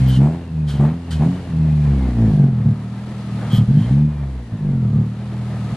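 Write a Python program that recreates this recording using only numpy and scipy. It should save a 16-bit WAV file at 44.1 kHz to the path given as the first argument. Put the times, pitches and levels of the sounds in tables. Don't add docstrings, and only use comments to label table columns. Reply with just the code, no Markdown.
import sys
import numpy as np
from scipy import signal
from scipy.fft import rfft, irfft, next_fast_len
from scipy.io import wavfile
from scipy.ndimage import uniform_filter1d

SR = 44100
rng = np.random.default_rng(int(sys.argv[2]) if len(sys.argv) > 2 else 0)


def transcribe(signal):
    frames = np.atleast_2d(signal).T
    limited = np.clip(frames, -1, 1)
    pcm = np.round(limited * 32767).astype(np.int16)
    wavfile.write(sys.argv[1], SR, pcm)


N = 254016
TIME = np.arange(N) / SR


def undb(db):
    return 10 ** (np.asarray(db) / 20)


def unit(x):
    return x / np.sqrt(np.mean(x ** 2))


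def colour(x, points, rolloff_db=18):
    size = next_fast_len(N + SR // 2)
    hz, db = np.transpose(points)
    octave = np.log2(np.arange(size + 1) * SR / (2 * size) + 1)
    gain_db = np.interp(octave, np.log2(hz), db) - rolloff_db * np.maximum(octave - np.log2(hz[-1]), 0)
    cepstrum = irfft(np.log(undb(gain_db)))
    cepstrum[1:size] *= 2
    cepstrum[size + 1:] = 0
    return irfft(rfft(x, 2 * size) * np.exp(rfft(cepstrum)))[..., :N]


def walk(rate_hz):
    step = int(SR / rate_hz)
    stairs = np.repeat(rng.standard_normal(N // step + 1), step)
    return unit(uniform_filter1d(uniform_filter1d(stairs, step), step)[:N])


def narrow_noise(hz, width_hz):
    turn = 2 * np.pi * np.cumsum(hz) / SR
    return unit(walk(2 * width_hz) * np.sin(turn) + walk(2 * width_hz) * np.cos(turn))


def band(x, lo_hz, hi_hz, order):
    return signal.sosfiltfilt(signal.butter(order, [lo_hz, hi_hz], "band", fs=SR, output="sos"), x)


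def air(direct):
    return np.sqrt(direct) * rng.standard_normal(N) + np.sqrt(1 - direct) * rng.standard_normal((2, N))


def swell(start, rise, hold, decay):
    attack = np.clip((TIME - start) / rise, 0, 1)
    return attack * np.exp(-np.maximum(TIME - start - rise - hold, 0) / decay)


def crank_mean(x, phase, cycles):
    total, index = np.cumsum(x), np.arange(N)
    early, late = (np.interp(phase + side * cycles / 2, phase, index) for side in (-1, 1))
    return (np.interp(late, index, total) - np.interp(early, index, total)) / (late - early)


def steady(x, phase, cycles=3):
    return x / np.sqrt(np.abs(crank_mean(x ** 2, phase, cycles)) + 1e-18)


# t/s, clatter level/dB, rush level/dB
BAY_LEVELS = [(0, -32.5, -41.5), (.45, -40, -54), (.65, -44, -54), (.85, -29.5, -50), (1.0, -42, -53),
              (1.24, -33.5, -46), (1.55, -38.5, -50), (2.0, -35, -47.5), (2.35, -37.5, -47.5),
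              (2.52, -39.5, -54.5), (2.85, -39.5, -51.5), (3.57, -32.5, -44), (3.66, -40.5, -49.5),
              (3.92, -35.5, -46.5), (4.05, -41, -53.5), (5.0, -41, -53.5), (5.76, -33.5, -45.5)]
# f/Hz, level/dB
CLATTER_SPECTRUM = [(30, -17), (120, 8.5), (330, 3), (500, -1.5), (700, -1.5), (900, -3.5), (1180, -7.5),
                    (1400, -10.5), (1800, -11), (2600, -19.5), (4200, -26), (5500, -40.5), (12000, -40.5)]
RUSH_SPECTRUM = [(600, -13.5), (1800, 1.5), (3200, -1), (4400, -2.5), (5400, -8), (8000, -11),
                 (11000, -13.5), (12200, -28.5), (13500, -36)]
# f/Hz, level/dB
ALTERNATOR_HOUSING = [(1150, 7), (1400, -1.5), (1720, -1), (2050, -4), (2700, -4), (3100, -8.5)]

def engine_bay(hz, phase, throb=0.041, whine_order=33, flutter_hz=120, overrun_hz_per_s=120):
    times, *levels = np.transpose(BAY_LEVELS)
    clatter_db, rush_db = (np.interp(TIME, times, db) for db in levels)
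    beat = 1 + throb * (np.cos(2 * np.pi * phase) + np.cos(4 * np.pi * phase))
    taps = air(direct=0.96) * beat * undb(-walk(500))
    clatter = unit(colour(taps, CLATTER_SPECTRUM, rolloff_db=88.5))
    rush = unit(colour(air(direct=0.2) * undb(1.2 * walk(760)), RUSH_SPECTRUM))
    whine = colour(narrow_noise(whine_order * hz, flutter_hz), ALTERNATOR_HOUSING)
    overrun = np.clip(-np.gradient(hz) * SR / overrun_hz_per_s, -1, 1)
    whine *= undb(-5 + 1.5 * overrun)
    bay = clatter * undb(clatter_db + 1.5 * walk(25)) + (rush + whine) * undb(rush_db)
    return bay * undb([[.5], [-.5]])


# t/s, rise/s, hold/s, decay/s, level/dB, whistle f/Hz, whistle sag/(Hz/s), whistle re hiss/dB
HISSES = [(0.051, 0.051, 0.071, 0.014, -40, 3110, 1640, 2),
          (0.668, 0.023, 0.021, 0.052, -40, 3150, 1200, -2),
          (1.105, 0.0059, 0.017, 0.031, -36, 3090, 1000, -4),
          (3.487, 0.056, 0.039, 0.013, -39.5, 3200, 300, 5.5),
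          (3.747, 0.058, 0.023, 0.043, -51, 3160, 100.6, 6.5)]
# f/Hz, level/dB
HISS_SPECTRUM = [(600, -17.5), (1500, 5.5), (2400, -5.5), (3200, 3.5), (4300, 2), (6000, -6), (8000, -6),
                 (11500, -11), (13000, -28), (16000, -39)]
# multiple of the whistle pitch, width/Hz, level/dB
INLET_MODES = [(1, 228.3, -1), (1.37, 362, -20.5)]
# t/s, length/s, from f/Hz, to f/Hz, level/dB
SQUEALS = [(0.077, 0.032, 12900, 11200, -42), (3.508, 0.088, 14900, 11500, -46.5)]

def throttle(squeal_width_hz=450):
    hiss = unit(colour(air(direct=0.82), HISS_SPECTRUM))
    out = np.zeros((2, N))
    for start, rise, hold, decay, db, hz, sag, whistle_db in HISSES:
        pitch = hz - sag * np.clip(TIME - start - rise, 0, hold + 2 * decay)
        whistle = sum(undb(mode_db) * narrow_noise(multiple * pitch, width)
                      for multiple, width, mode_db in INLET_MODES)
        out += undb(db) * swell(start, rise, hold, decay) * (hiss + undb(whistle_db) * whistle)
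    for start, length, from_hz, to_hz, db in SQUEALS:
        progress = np.clip((TIME - start) / length, 0, 1)
        pitch = from_hz + (to_hz - from_hz) * progress
        out += undb(db) * np.sin(np.pi * progress) * narrow_noise(pitch, squeal_width_hz)
    return out


# t/s, hold/s, decay/s, level/dB
BARKS = [(0.2, 0.065, 0.062, -27.5), (0.795, 0.051, 0.033, -26), (1.207, 0.027, 0.052, -27),
         (1.909, 0.25, .04, -43), (2.175, 0.29, 0.024, -39.5)]
# f/Hz, level/dB
INTAKE_SPECTRUM = [(150, -39.5), (300, 14), (480, 2.5), (680, 9), (1000, -0.5), (1500, -13), (2300, -18),
                   (3500, -41), (8000, -30.5)]

def intake(pulses, phase, tone_db=-3):
    opening = sum(undb(db) * swell(start, 0.0053, hold, decay) for start, hold, decay, db in BARKS)
    gulps = np.exp(-(phase % 1))
    puffs = unit(colour(air(direct=0.92) * gulps, INTAKE_SPECTRUM))
    tone = unit(colour(pulses, INTAKE_SPECTRUM))
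    return opening * unit(puffs + undb(tone_db) * tone)


# t/s, glide/s, hold/s, target firing f/Hz, sag afterwards/(Hz/s)
PEDAL_MOVES = [(0.167, .2, 0.052, 85.27, 45.23), (.79, .17, .12, 84.86, 94.85),
               (1.21, .09, .1, 90.45, 65.69), (1.564, .26, .01, 73.05, 44.69),
               (3.648, 0.35, .12, 74.56, 47.93)]

def firing_rate(start_hz=64.62, idle_hz=38.95, hunt_hz=2.0, hunt_s=.9, settle_s=1.0, flywheel_s=0.042):
    hz = np.full(N, start_hz)
    low_hz = idle_hz - hunt_hz
    for start, glide, hold, target_hz, sag in PEDAL_MOVES:
        release = start + glide + hold
        landing = release + (target_hz - low_hz) / sag
        move = np.interp(TIME, [start, start + glide, release, landing],
                         [np.interp(start, TIME, hz), target_hz, target_hz, low_hz])
        age = np.maximum(TIME - landing, 0)
        idle = idle_hz - hunt_hz * np.cos(2 * np.pi * age / hunt_s) * np.exp(-age / settle_s)
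        hz = np.select([TIME < start, TIME < landing], [hz, move], idle)
    return uniform_filter1d(hz, int(flywheel_s * SR))


# firing f/Hz, boom/dB, drone/dB, overtones/dB, rasp/dB, firing scatter/dB
COASTING = [(38.5, -38.5, -29, -30.5, -58, 2.0), (53.4, -47.5, -38.5, -39.5, -53, 1.4),
            (61.7, -25, -44, -38.5, -50, 1.4), (79.4, -27.5, -39, -48.5, -48.5, 0.47),
            (80.4, -32, -44, -37, -46.5, 1.13)]
# t/s, hold/s, level/dB
SURGES = [(0.161, 0.073, -12.5), (0.782, 0.06, -13.5), (1.189, 0.074, -16), (3.728, 0.047, -12.5),
          (3.892, 0.14, -14.5)]
# t/s, rise/s, hold/s, boom/dB, drone/dB, overtones/dB
CLUTCH_PULLS = [(0, 0.0033, 0.12, -22, -13, -24.5), (0.467, .13, 0.083, -32, -18.5, -32.5),
                (1.06, 0.098, 0.011, -20.5, -21, -31.5), (1.464, 0.14, 0.304, -23.5, -14.5, -27),
                (1.842, 0.08, 0.17, -18, -40, -23), (2.11, 0.11, 0.055, -16.5, -20, -16.5),
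                (2.244, 0.16, 0.047, -40, -10.5, -19), (4.13, 0.084, 0.019, -31.5, -22.5, -34),
                (4.564, 0.095, 0.36, -31, -18, -24.5), (5.14, 0.25, 0.43, -37, -27, -37)]
# t/s, hold/s, level/dB
STUMBLES = [(0.732, 0.022, -18.5), (2.517, 0.17, -19), (2.645, .075, -14.5), (3.292, 0.25, -26),
            (3.527, 0.019, -12.5), (3.571, 0.05, -11.5), (3.676, 0.039, -12), (4.519, .025, -21),
            (4.939, 0.063, -17)]
# boom/dB, drone/dB, overtones/dB, rasp/dB
SURGE_MIX_DB = [-29, 2, -5.5, -29.5]
STUMBLE_MIX_DB = [-13.5, -0.5, -7.5, -26.5]

def engine_load(hz, pull_rasp_db=-15, stumble_scatter_db=0.1):
    speeds, *columns = np.transpose(COASTING)
    *coasting_db, scatter_db = [np.interp(hz, speeds, column) for column in columns]
    power = undb(coasting_db) ** 2
    for start, hold, db in SURGES:
        surge = swell(start, rise=0.014, hold=hold, decay=0.061)
        power += np.outer(undb(db) * undb(SURGE_MIX_DB), surge) ** 2
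    for start, rise, hold, boom_db, drone_db, overtone_db in CLUTCH_PULLS:
        gains = undb([boom_db, drone_db, overtone_db, overtone_db + pull_rasp_db])
        power += np.outer(gains, swell(start, rise, hold, decay=0.067)) ** 2
    for start, hold, db in STUMBLES:
        thud = swell(start, rise=0.0073, hold=hold, decay=0.015)
        power += np.outer(undb(db) * undb(STUMBLE_MIX_DB), thud) ** 2
        scatter_db += stumble_scatter_db * thud
    return np.sqrt(power), scatter_db


CYLINDER_BIAS = [0.92, -0.31, -0.078, -1.3]

def firings(phase, scatter_db, cylinder_share=0.15, jitter_s_per_db=.00018):
    at = np.flatnonzero(np.diff(np.floor(phase))) + 1
    size_chance, time_chance = rng.standard_normal((len(at), 2)).T
    bias = cylinder_share * np.resize(CYLINDER_BIAS, len(at))
    size = undb(scatter_db[at] * (size_chance + bias))
    late = (SR * jitter_s_per_db * scatter_db[at] * time_chance).astype(int)
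    return np.bincount(np.clip(at + late, 0, N - 1), size, N)


def underbody_echoes(x, t60_s=0.15):
    age = TIME[:SR // 8]
    tail = rng.standard_normal(len(age)) * undb(-60 * age / t60_s)
    return x + signal.fftconvolve(x, tail / np.linalg.norm(tail))[:N]


# f/Hz, level/dB
PIPE_RESPONSE = [(25, -1), (45, -23), (65, -7), (80, -10.5), (96, -25.5), (116, 4), (143, 9), (166, -1.5),
                 (200, 9.5), (222, 4), (242, -7), (265, 1.5), (320, -13.5), (500, -51.5)]
# f/Hz, level/dB
PIPE_WALL = [(220, -42), (320, 13.5), (400, -0.5), (470, 1.5), (540, -8), (610, -4), (850, -11.5),
             (1100, -32.5), (2200, -45)]

def exhaust(pulses, phase, gains, blowdown_cycles=0.12):
    gas = crank_mean(crank_mean(pulses, phase, blowdown_cycles), phase, blowdown_cycles)
    pipe = colour(gas, PIPE_RESPONSE)
    boom = band(pipe, 39, 110.6, order=6)
    drone = band(pipe, 98, 178.8, order=4)
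    overtones = band(pipe, 201.3, 720, order=6)
    rasp = colour(underbody_echoes(pulses), PIPE_WALL)
    return sum(gain * steady(part, phase) for gain, part in zip(gains, (boom, drone, overtones, rasp)))


def scene():
    hz = firing_rate()
    phase = np.cumsum(hz) / SR + .9
    gains, scatter_db = engine_load(hz)
    pulses = firings(phase, scatter_db)
    return exhaust(pulses, phase, gains) + intake(pulses, phase) + throttle() + engine_bay(hz, phase)


def record(dry, left_lead_s=.000023, top_hz=15200):
    hz = np.arange(N // 2 + 1) * SR / N
    right = irfft(rfft(dry[1]) * np.exp(-2j * np.pi * hz * left_lead_s), N)
    lowpass = signal.ellip(8, .2, 70, top_hz, fs=SR, output="sos")
    return signal.sosfilt(lowpass, np.array([dry[0], right]))


dry = scene()
out = record(dry)
transcribe(out)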